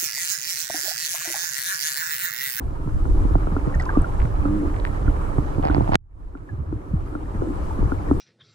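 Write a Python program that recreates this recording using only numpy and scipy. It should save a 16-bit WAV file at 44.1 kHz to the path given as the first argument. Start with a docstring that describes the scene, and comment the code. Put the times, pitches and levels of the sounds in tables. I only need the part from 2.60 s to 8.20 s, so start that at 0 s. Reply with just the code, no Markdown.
"""A shallow river rumbles and washes round a waterproof camera case lying among the stones.
Filtered noise makes the current and wall drone; decaying sines make knocks, plinks, gulps and bubbles.
The case rattles over pebbles and grit in bursts of short pings, and groans once as slipping partials.
One hard crack against a stone overloads the recorder; its gain control ducks and the river swells back."""
import sys
import numpy as np
from scipy import signal
from scipy.io import wavfile
from scipy.ndimage import uniform_filter1d, minimum_filter1d

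SR = 44100
rng = np.random.default_rng(int(sys.argv[2]) if len(sys.argv) > 2 else 0)


def unload_wav(signal):
    """Save mono or channel-first audio to the path in sys.argv[1] as 16-bit WAV at rate SR, clipped to [-1, 1]."""
    wavfile.write(
        sys.argv[1],
        SR,
        np.round(np.clip(np.atleast_2d(signal).T, -1, 1) * 32767).astype(np.int16),
    )


N = 246959
TIME = np.arange(N) / SR  # s

# Strength of the current, as its deep surge on the case; the deep rumble drops briefly just after the crack:
# time_s, # level_db
FLOW = [(0, -20), (.25, -24.5), (.52, -15), (.9, -23), (1.1, -24.5), (2.1, -24.5), (3.2, -25), (3.44, -29),
        (3.65, -15.5), (3.95, -32.5), (4.4, -27), (5.0, -28.5), (5.6, -26.5)]
# Big eddies that bump the case: middle_s, length_s, surge_db, buffet_db
EDDIES = [(0.064, 0.039, -18, -25.5), (0.361, 0.086, -14.5, -22.5), (0.751, 0.14, -20, -25),
          (1.169, .12, -24.5, -26.5), (1.39, 0.066, -14, -18.5), (1.618, 0.082, -14.5, -45),
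          (1.803, 0.17, -20, -37), (2.23, 0.064, -25, -48), (2.488, 0.1, -17.5, -19),
          (3.167, 0.19, -42, -19), (3.353, 0.12, -23, -22), (4.012, 0.3, -28, -15.5),
          (4.139, 0.093, -27, -8.5), (4.378, 0.2, -18.5, -17), (4.787, 0.096, -24.5, -23),
          (5.242, 0.089, -14.5, -22), (5.54, 0.087, -43, -20)]
# Turbulence washing over the case: time_s, level_db
WASH = [(0, -34), (.35, -37), (1.3, -33.5), (2.3, -33.5), (3.2, -34), (4.2, -33.5), (5.6, -35.5)]
# Relative noise spectra of surge, buffeting, wash and microphone hiss: frequency_hz, density_db (per Hz)
SURGE_SPECTRUM = [(12, -13.5), (22, 0.5), (32, -4), (46, -1.5), (62, -12.5), (90, -18), (160, -46.5)]
BUFFET_SPECTRUM = [(40, -33), (62, 7.5), (85, 7.5), (120, -2), (165, -22), (220, -17), (400, -57.5)]
WASH_SPECTRUM = [(110, 12), (190, 5), (250, -3), (370, 3.5), (480, 2.5), (720, -2), (1050, 2), (1300, -4.5),
                 (1650, -17), (2200, -24), (3200, -27.5), (4500, -45), (8000, -50.5)]
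HISS_SPECTRUM = [(1500, 6.5), (3000, -2), (6000, -1.5), (9500, -1.5), (12000, -8.5), (13500, -24)]
# How alike the two microphones are, negative when they move oppositely: frequency_hz, likeness (-1 to 1)
LIKENESS = [(30, 0.77), (70, 0.97), (130, 0.62), (300, 0.88), (480, 0.087), (700, -0.4), (1200, -0.16),
            (2200, -0.064), (3500, 0.46), (6000, -0.048), (15000, 0.11)]
# Balance of water and case, right-heavy at first, drifting to the left near the end:
# time_s, left_minus_right_db
LEAN = [(0, -0.5), (3.3, -2.4), (4.0, -1), (5.6, 1.5)]
# Resonances of the case wall that the flow keeps droning: pitch_hz, level_db, t60_s
WALL_MODES = [(302.5, 0, 0.069), (375, -8, 0.062)]
# The flow catches the wall and its drone swells: middle_s, length_s, level_db
DRONE_SWELLS = [(.01, 0.11, -29.5), (0.525, 0.38, -35), (2.046, 0.16, -29.5), (4.153, 1.86, -36.5),
                (4.886, 0.18, -26.5), (5.577, 0.34, -30.5)]
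# How the case colours the small bubbles of the riffle: frequency_hz, level_db
GURGLE_COLOUR = [(480, 1), (1350, -2.5), (1750, -6), (2500, -12.5)]
# Gulps of water against the case: start_s, level_db, start_pitch_hz, t60_s
GULPS = [(.198, -22.5, 169, 0.053), (.261, -16.5, 200, 0.043), (0.919, -19.5, 237, 0.071),
         (1.155, -19.5, 194, 0.052), (1.649, -14, 157, 0.049), (3.929, -8, 133, 0.12),
         (4.335, -5, 205, 0.074), (4.749, -20, 308, 0.03), (5.188, -19, 306, 0.044)]
# Dull knocks on the case: start_s, strength_db, strongest_pitch_hz, spread_octaves
KNOCKS = [(.274, -18, 160, 1.6), (.649, -12.5, 150, 1.4), (.708, -16.5, 270, 0.43), (.753, -12.5, 212, 1.6),
          (0.87, -19.5, 300, 2.1), (1.071, -11, 175, 1.03), (1.37, -4.5, 270, 0.81),
          (2.782, -9.5, 165, 1.1), (2.98, -12.5, 114, 1.54), (2.994, -15, 278, 0.76),
          (3.052, -16.5, 221, 1.0), (3.145, -18, 280, 1), (3.1654, -13.5, 257, 1.25),
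          (3.179, -8, 240, 0.73), (3.205, -13.5, 190, 1.6), (3.216, -14, 131, 1.1), (3.29, -13, 150, 0.91),
          (3.319, -18.5, 149, 1.7), (3.3451, -22.5, 181.5, 1.05), (4.125, -4.5, 314, 0.29),
          (4.82, -9, 360, 0.37), (4.871, -18, 380, 0.36), (5.226, -15.5, 300, 0.7), (5.512, -3, 292, 0.42)]
# How hard the edge of a knock drives the case, against its strength: frequency_hz, level_db
KNOCK_EDGE = [(300, -34), (700, -14.5), (1350, -24)]
# Sharp plinks on the case: start_s, strength_db
PLINKS = [(0.453, -26.5), (0.965, -18), (1.853, -18), (2.479, -18), (3.098, -15), (3.751, -14.5),
          (4.5511, -16), (5.319, -16.5)]
# How hard a plink drives the case, against its strength: frequency_hz, level_db
PLINK_FORCE = [(130, -7.5), (300, 4.5), (700, -8.5), (1350, -3)]
# Modes of the case: pitch_hz, level_db, t60_s, build_up_s, right_lag_rad
CASE_MODES = [(125, -1.5, 0.051, 0.0029, 0.9), (200, -11.5, 0.072, 0.00034, 0.26),
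              (294.2, -3, 0.063, 0.0016, 0.77), (388.5, -4.5, 0.02, 0.00031, 0.94),
              (585, 4, 0.0079, 0.0014, 1.93), (897, 5.5, 0.004, 0.00059, 2.6),
              (1360, -4.5, 0.021, 0.0011, 0.92), (1070, -12, 0.015, 0.0012, 2.5)]
# Single large bubbles: start_s, level_db (before the trim), start_pitch_hz, t60_cycles, glide (share of pitch)
BUBBLES = [(1.141, -20.5, 1850, 115, -0.047), (1.198, -15, 1990, 69, -0.051), (1.217, -26, 1420, 49, -0.1),
           (1.228, -26, 1560, 42, 0.0036), (1.257, -33, 2600, 59, 0.015), (1.262, -19, 1010, 100, 0.036),
           (1.291, -10.5, 1603, 47, -0.025), (1.292, -18, 1017, 40, -0.22), (1.302, -15, 1220, 19, -.05),
           (1.323, -26, 1430, 29, -0.013), (1.338, -19, 1070, 17, 0), (1.352, -14, 1174, 79, 0.0092),
           (1.419, -26.5, 8400, 65, .01), (1.443, -15, 1450, 50, -0.073), (3.89, -15.5, 1750, 120, -0.081),
           (5.107, -18.5, 890, 34, -0.0071), (5.486, -29.5, 1850, 79, -0.027)]
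# Clouds of small bubbles: start_s, length_s, bubbles_per_s, loudest_db, lowest_hz, highest_hz
CLOUDS = [(1.11, .26, 170, -27.5, 475, 1700), (1.147, .006, 1000, -39.5, 5400, 7000),
          (1.192, .021, 750, -39.5, 3000, 9000), (1.218, .009, 1200, -40, 3400, 7500),
          (1.253, .006, 1800, -40, 2360, 7360), (1.3, 0.24, 65, -43, 1600, 3200)]
# The groan of the rubbing case: time_s, slips_per_s, level_db
GROAN = [(1.78, 100, -70), (1.82, 100, -30.5), (1.86, 96, -29), (1.91, 101.4, -23), (1.96, 103, -20.5),
         (2.0, 101, -28), (2.04, 97, -29.5), (2.09, 102, -37), (2.15, 110, -86)]
# Partials of the groan: multiple (of the slip rate), level_db
GROAN_PARTIALS = [(2, -8), (3, -1), (4, -40), (5, -28)]
# Pebbles clacking on the case: start_s, strength_db, hardness_db (per octave)
CLACKS = [(.65, -25, -8), (.7535, -12, -3), (1.371, -19, -9), (2.783, -14.5, -2.5), (3.0288, -20, -1),
          (3.04, -12, -10), (3.044, -14, -10), (3.052, -10, -0.5), (3.064, -11, -5), (3.0718, -15, -0.5),
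          (3.0853, -15, -1), (3.112, -17, -2), (3.1248, -24, -3), (3.136, -22, -2), (3.1464, -11, 0.5),
          (3.166, -24, -1), (3.1792, -24, -2), (3.2072, -10, -7), (3.222, -24, 0), (3.276, -17, -2.5),
          (3.289, -23, -0.5), (3.292, -10.5, -8.5), (3.3215, -24, -1), (3.3337, -14, 0), (3.3443, -10, 3),
          (5.511, -23, -4)]
# What a clack rings with: pitch_hz, level_db, t60_s, right_lag_rad
CLACK_MODES = [(720, 2, .009, 2.65), (1050, -7, .005, 2.6), (1800, -9, .0035, 2.3), (4400, -17, .0025, 1.6)]
# The loudest grains of grit hitting the case: start_s, level_db, pitch_hz, right_lag_rad
GRIT = [(1.601, -27.5, 2060, 0.5), (1.6045, -31, 2300, 1.5), (1.618, -29, 2040, -1.4),
        (1.626, -43, 4500, 1.4), (1.653, -32, 2000, 1.2), (2.143, -31, 1990, 1.3), (2.164, -31, 2090, 1.6),
        (2.1996, -33, 3900, 1.5), (2.251, -13.5, 1760, 1.7), (2.2655, -29, 2070, 2),
        (2.2725, -27, 2000, 1.9), (3.774, -29, 2280, 2)]
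# The case drags over the gravel: start_s, length_s, first_db, last_db (base level of its grains)
DRAGS = [(1.594, 0.052, -59, -58), (2.141, 0.14, -52.5, -63), (3.023, 0.16, -35.5, -37.5),
         (3.15, .17, -42.5, -43.5), (3.315, 0.039, -33, -18)]
# Ring of the crack against a stone: pitch_hz, level_db, t60_s
CRACK_MODES = [(750, -4.5, 0.0039), (1370, -4, 0.0023), (3000, -10.5, 0.00039)]

BUFFET_DB, DRONE_DB, HISS_DB = -29, -39, -57  # buffeting at mean flow, steady drone, microphone hiss
BUFFET_FOLLOWS = 0.33  # share of the current's dB swing that the buffeting takes up
GURGLE_DB = -2.5  # the faintest riffle bubbles against the wash, before their colour
CASE_TOP_HZ = 1750  # above this the wall muffles every knock
DRAG_LEAN_DB = 3  # the case drags on its right side, so knocks are louder there
BUBBLE_TRIM_DB = -8.5
CLACK_BUILD_UP_CYCLES, CLACK_DETUNE = .4, .1  # detune is the largest share of pitch
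CLACK_TOP_HZ, CLACK_TOP_OCTAVES_PER_DB = 6500, 0.64  # a soft contact loses its treble
DRAG_GRAINS_PER_S, STRAY_GRAINS_PER_S, STRAY_DB = 1300, 29, -44
GRAIN_CYCLES = 9  # cycles until a tick has died by 60 dB
GRIT_TOP_HZ = 5400  # the case dulls the sound of stone above this
CRACK_S, CRACK_DB = 3.3551, 49.5  # time and drive of the crack
CUTOFF_HZ = 16400  # top of the recorder


def from_db(db):
    """Decibels to gain."""
    return 10 ** (np.asarray(db) / 20)


def rms_one(x):
    """Scale to rms 1."""
    return x / np.sqrt(np.mean(x ** 2) + 1e-20)


def in_time(rows):
    """Each column of a curve, at every sample."""
    s, *columns = np.transpose(rows)
    return [np.interp(TIME, s, c) for c in columns]


def at_hz(points, hz):
    """Read a spectrum on a log-frequency axis."""
    points_hz, values = np.transpose(points)
    return np.interp(np.log(hz), np.log(points_hz), values)


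def butter(x, edges_hz, kind, order=2):
    """Causal Butterworth filter."""
    return signal.sosfilt(signal.butter(order, edges_hz, kind, fs=SR, output="sos"), x)


def hump(s, length):
    """A smooth rise and fall of height 1 around time s."""
    return np.cos(np.pi * np.clip((TIME - s) / length, -.5, .5))


def drift(rate):
    """Slow chance with a spread of 1, smoothed at about rate Hz."""
    step = 40  # samples between the slow points
    r = np.exp(-2 * np.pi * rate * step / SR)
    noise = rng.standard_normal(N // step + 2002)
    slow = signal.lfilter([1], [1, -2 * r, r * r], noise)[2000:]  # drop the filter's start
    return np.interp(np.arange(N) / step, np.arange(len(slow)), rms_one(slow))


def ring(clicks, hz, t60):
    """A resonator: a unit click sets a decaying sine going."""
    r, w = np.exp(-np.log(1000) / (t60 * SR)), 2 * np.pi * hz / SR
    return signal.lfilter([0, np.sin(w)], [1, -2 * r * np.cos(w), r * r], clicks + 1e-18)


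def ping(hz, t60, build_up, lag, glide=0):
    """A stereo sine swells and dies; the right side lags, and the pitch settles a share (glide) away."""
    t = TIME[:int(1.3 * t60 * SR)]
    envelope = (1 - np.exp(-t / build_up)) * np.exp(-np.log(1000) * t / t60)
    pitch = hz * (1 + glide * (1 - np.exp(-4 * t / t60)))
    phase = 2 * np.pi * np.cumsum(pitch) / SR
    return envelope / envelope.max() * np.sin(phase - np.array([[0], [lag]]))


def add(out, s, sound):
    """Mix a sound in at time s."""
    i = int(s * SR)
    out[:, i:i + sound.shape[1]] += sound[:, :N - i]


def pair(mid, side, hz):
    """Left and right from two unrelated sounds, as alike as the microphones are at this pitch."""
    alike = np.clip(at_hz(LIKENESS, hz), -1, 1)
    return np.sqrt(1 + alike) * mid + np.sqrt(1 - alike) * side * np.array([[1], [-1]])


def banded_noise(spectrum, patchy_db, shared_db, rate):
    """Stereo noise in narrow bands that flicker alone and together; rms 1."""
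    edges = 12 * 2 ** np.arange(0, 10.7, .4)
    out, together, white = 0, drift(rate), rng.standard_normal((2, 2, N))
    for k, (low, high) in enumerate(zip(edges, edges[1:])):
        hz = np.sqrt(low * high)
        if spectrum[0][0] <= hz <= spectrum[-1][0]:
            gain = from_db(at_hz(spectrum, hz) + patchy_db * drift(rate) + shared_db * together)
            mid, side = butter(white[k % 2], [low, high], "band")
            out = out + gain * pair(mid, side, hz)
    return rms_one(out)


def evened(x, seconds):
    """Take the slow swells out of a noise."""
    power = uniform_filter1d(np.mean(x ** 2, axis=0), int(seconds * SR))
    return x / np.sqrt(power + 1e-4)


def microphone_hiss():
    """The microphones' own faint noise, flickering a little."""
    return from_db(HISS_DB) * banded_noise(HISS_SPECTRUM, patchy_db=1.07, shared_db=0.5, rate=7.5)


def wall_drone():
    """Random pushes of the flow keep the wall's resonances sounding."""
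    drive = from_db(DRONE_DB)
    for s, length, level_db in DRONE_SWELLS:
        drive = drive + from_db(level_db) * hump(s, length) ** 2
    tone = 0
    for hz, level_db, t60 in WALL_MODES:
        mid, side = ring(rng.standard_normal((2, N)), hz, t60)
        tone = tone + from_db(level_db) * rms_one(pair(mid, side, hz))
    return butter(drive * tone, 800, "low")


def current():
    """Eddies press on the case; finer turbulence washes over it and keeps its wall droning."""
    (flow_db,), (wash_db,) = in_time(FLOW), in_time(WASH)
    surge_power = from_db(flow_db) ** 2
    buffet_power = from_db(BUFFET_DB + BUFFET_FOLLOWS * (flow_db - flow_db.mean())) ** 2
    for s, length, surge_db, buffet_db in EDDIES:
        bump = hump(s, length)
        surge_power = surge_power + (from_db(surge_db) * bump) ** 2
        buffet_power = buffet_power + (from_db(buffet_db) * bump) ** 2
    surge_noise = banded_noise(SURGE_SPECTRUM, patchy_db=0.5, shared_db=-1.5, rate=0.97)
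    buffet_noise = banded_noise(BUFFET_SPECTRUM, patchy_db=3, shared_db=2.5, rate=23.0)
    surge = np.sqrt(surge_power) * evened(surge_noise, seconds=0.11)
    buffet = np.sqrt(buffet_power) * evened(buffet_noise, seconds=0.18)
    wash = from_db(wash_db) * banded_noise(WASH_SPECTRUM, patchy_db=2.0, shared_db=1.0, rate=19.4)
    return surge + buffet + wash + wall_drone()


def gurgle():
    """Many small bubbles ring in the riffle, dulled by the case; their level follows the wash."""
    out, (wash_db,) = np.zeros((2, N)), in_time(WASH)
    born = np.flatnonzero(rng.random(N) < 170 / SR)  # about 170 bubbles per s
    for i, (size, pitch, place) in zip(born, rng.random((len(born), 3))):
        hz = 480 * 5.0 ** pitch
        level_db = wash_db[i] + GURGLE_DB + at_hz(GURGLE_COLOUR, hz) + 7.2 * size ** 2
        bubble = ping(hz, 22 / hz, build_up=0.0006, lag=1.85 + 2 * place, glide=0.087)
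        add(out, i / SR, from_db(level_db) * bubble)
    return out


def gulps():
    """Water slaps into a hollow of the case: a low note that drops quickly."""
    out = np.zeros((2, N))
    for s, level_db, hz, t60 in GULPS:
        add(out, s, from_db(level_db) * ping(hz, t60, build_up=0.0077, lag=0.54, glide=-0.61))
    return out


def bubbles():
    """Each bubble swells in a few cycles and rings, its pitch gliding; those in a cloud die sooner."""
    out = np.zeros((2, N))
    for s, level_db, hz, cycles, glide in BUBBLES:
        bubble = ping(hz, cycles / hz, build_up=2.9 / hz, lag=1.73, glide=glide)
        add(out, s, from_db(level_db + BUBBLE_TRIM_DB) * bubble)
    for s, length, rate, loudest_db, low, high in CLOUDS:
        for when, faintness, pitch, bend in rng.random(size=(round(rate * length), 4)):
            hz = low * (high / low) ** pitch
            bubble = ping(hz, 16 / hz, build_up=0.00025, lag=1.57, glide=0.27 * (bend - .5))
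            add(out, s + when * length, from_db(loudest_db - 10 * faintness) * bubble)
    return out


def knocks():
    """Knocks and plinks ring the modes of the case, each mode building up and dying at its own speed."""
    out, modes_hz = np.zeros((2, N)), np.array(CASE_MODES)[:, 0]
    blows = []
    for s, strength_db, hz, spread in KNOCKS:
        body_db = -6 * (np.log2(modes_hz / hz) / spread) ** 2
        blows.append((s, strength_db + np.maximum(body_db, at_hz(KNOCK_EDGE, modes_hz))))
    for s, strength_db in PLINKS:
        blows.append((s, strength_db + at_hz(PLINK_FORCE, modes_hz)))
    chance = rng.standard_normal((len(blows), len(CASE_MODES), 2))
    for (s, force_db), draws in zip(blows, chance):
        # louder on the right from the first drag until the crack
        lean_db = DRAG_LEAN_DB * (DRAGS[0][0] < s < CRACK_S) * np.array([[-.5], [.5]])
        for k, (mode, (detune, skew)) in enumerate(zip(CASE_MODES, draws)):
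            hz, mode_db, t60, build_up, lag = mode
            gain = (-1) ** k * from_db(force_db[k] + mode_db + lean_db)
            add(out, s, gain * ping(hz * (1 + 0.031 * detune), t60, build_up, lag + 0.57 * skew))
    return butter(out + 1e-18, CASE_TOP_HZ, "low", order=6)


def groan():
    """Stick and slip about a hundred times a second; the case wall favours the third partial."""
    slips, level_db = in_time(GROAN)
    phase = 2 * np.pi * np.cumsum(slips * (1 + 0.0096 * drift(27.6))) / SR
    tone = 0
    for multiple, partial_db in GROAN_PARTIALS:
        gain = from_db(partial_db + 1.0 * drift(25))
        tone = tone + gain * np.sin(round(multiple) * phase - np.array([[0], [.7]]))
    rubbing = (TIME > GROAN[0][0]) & (TIME < GROAN[-1][0])
    return np.sqrt(2) * from_db(level_db) * tone * rubbing


def clacks():
    """Pebbles clack on the case, each with its own detuned modes; harder contacts are brighter."""
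    out = np.zeros((2, N))
    chance = rng.uniform(-1.0, 1, (len(CLACKS), len(CLACK_MODES)))
    for (s, strength_db, hardness_db), detunes in zip(CLACKS, chance):
        top_hz = CLACK_TOP_HZ * 2 ** (CLACK_TOP_OCTAVES_PER_DB * hardness_db)
        top_hz = np.clip(top_hz, 1000, GRIT_TOP_HZ)
        for k, ((hz, mode_db, t60, lag), detune) in enumerate(zip(CLACK_MODES, detunes)):
            tilt_db = hardness_db * np.log2(hz / CLACK_MODES[0][0])
            gain = (-1) ** k * from_db(strength_db + mode_db + tilt_db)
            mode = ping(hz * (1 + CLACK_DETUNE * detune), t60, CLACK_BUILD_UP_CYCLES / hz, lag)
            add(out, s, gain * butter(mode, top_hz, "low", order=4))
    return out


def grain(hz, lag):
    """The tick of one grain: a few cycles at its own pitch, and a duller clack of the case."""
    tick = ping(hz, GRAIN_CYCLES / hz, build_up=.0001, lag=lag)
    # the clack lasts longer, so the tick is mixed into it
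    out = from_db(-4.5) * ping(0.52 * hz, t60=GRAIN_CYCLES / hz * 2, build_up=0.0003, lag=3.15)
    add(out, 0, tick)
    return out


def grit():
    """Single grains tick on the case, strays drift by, and a dense run of them grinds while it drags."""
    out = np.zeros((2, N))
    for s, level_db, hz, lag in GRIT:
        add(out, s, from_db(level_db) * grain(hz, lag))
    rate, scrape_db = STRAY_GRAINS_PER_S, STRAY_DB
    for s, length, first_db, last_db in DRAGS:
        dragging = (TIME > s) & (TIME < s + length)
        rate = np.where(dragging, DRAG_GRAINS_PER_S, rate)
        drag_db = first_db + (last_db - first_db) * (TIME - s) / length
        scrape_db = np.where(dragging, drag_db, scrape_db)
    born = rng.random(N) < rate / SR
    size, pitch = rng.exponential(1, N), rng.random(N)
    for i in np.flatnonzero(born):
        # low grains are louder than high ones
        level_db = scrape_db[i] + 6.7 * min(size[i], 3) - 24 * pitch[i]
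        tick = grain(580 * 7.2 ** pitch[i], lag=2.6 - 2 * pitch[i])
        add(out, i / SR, from_db(level_db) * tick)
    return butter(out + 1e-18, GRIT_TOP_HZ, "low", order=6)


def crack():
    """The case hits a stone: one sharp spike and a short ring, far louder than the recorder can take."""
    out = np.zeros((2, N))
    spike = np.exp(-TIME[:SR // 100] / .00007)
    add(out, CRACK_S, from_db(CRACK_DB - 8.0) * np.array([spike, spike]))
    for hz, mode_db, t60 in CRACK_MODES:
        add(out, CRACK_S, from_db(CRACK_DB + mode_db) * ping(hz, t60, build_up=0.00095, lag=1.77))
    return butter(out + 1e-18, [330, 3200], "band")


def scene():
    """Everything that reaches the microphones, with their own hiss."""
    water = current() + gurgle() + gulps() + bubbles()
    case = knocks() + groan() + clacks() + grit() + crack()
    lean_db, = in_time(LEAN)
    balance = from_db(lean_db * np.array([[.5], [-.5]]))
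    return (water + case) * balance + microphone_hiss()


def released(over_db, db_per_s, attack_s, hold_s):
    """Gain reduction that grabs quickly, holds a moment and lets go at a steady rate."""
    span = int(hold_s * SR) + 1
    over_db = -minimum_filter1d(-over_db, span, origin=(span - 1) // 2, mode="nearest")
    held = np.maximum.accumulate(over_db + db_per_s * TIME) - db_per_s * TIME
    r = np.exp(-1 / (attack_s * SR))
    return signal.lfilter([1 - r], [1, -r], held, zi=[r * held[0]])[0]


def record(dry):
    """A slow gain control and a quick limiter above the bass, then overload and the top cut."""
    peak = -minimum_filter1d(-np.abs(dry).max(axis=0), size=21)  # the detector sees a peak a moment ahead
    over_db = np.maximum(20 * np.log10(peak + 1e-9), 0)
    start_db = 7.0  # the slow control is still recovering at first
    slow_over_db = np.maximum(0.46 * over_db, start_db * (TIME == 0))
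    slow_db = released(slow_over_db, db_per_s=13.0, attack_s=0.00028, hold_s=0.014)
    quick_db = released(over_db, db_per_s=129.0, attack_s=0.00019, hold_s=0.033)
    extra = from_db(-np.maximum(quick_db - slow_db, 0))
    bass = butter(dry, 125, "low")
    # the bass escapes the limiter's extra reduction
    out = from_db(-slow_db) * (extra * dry + (1 - extra) * bass)
    return butter(np.clip(out, -1, 1), CUTOFF_HZ, "low", order=12)


dry = scene()
out = record(dry)
unload_wav(out)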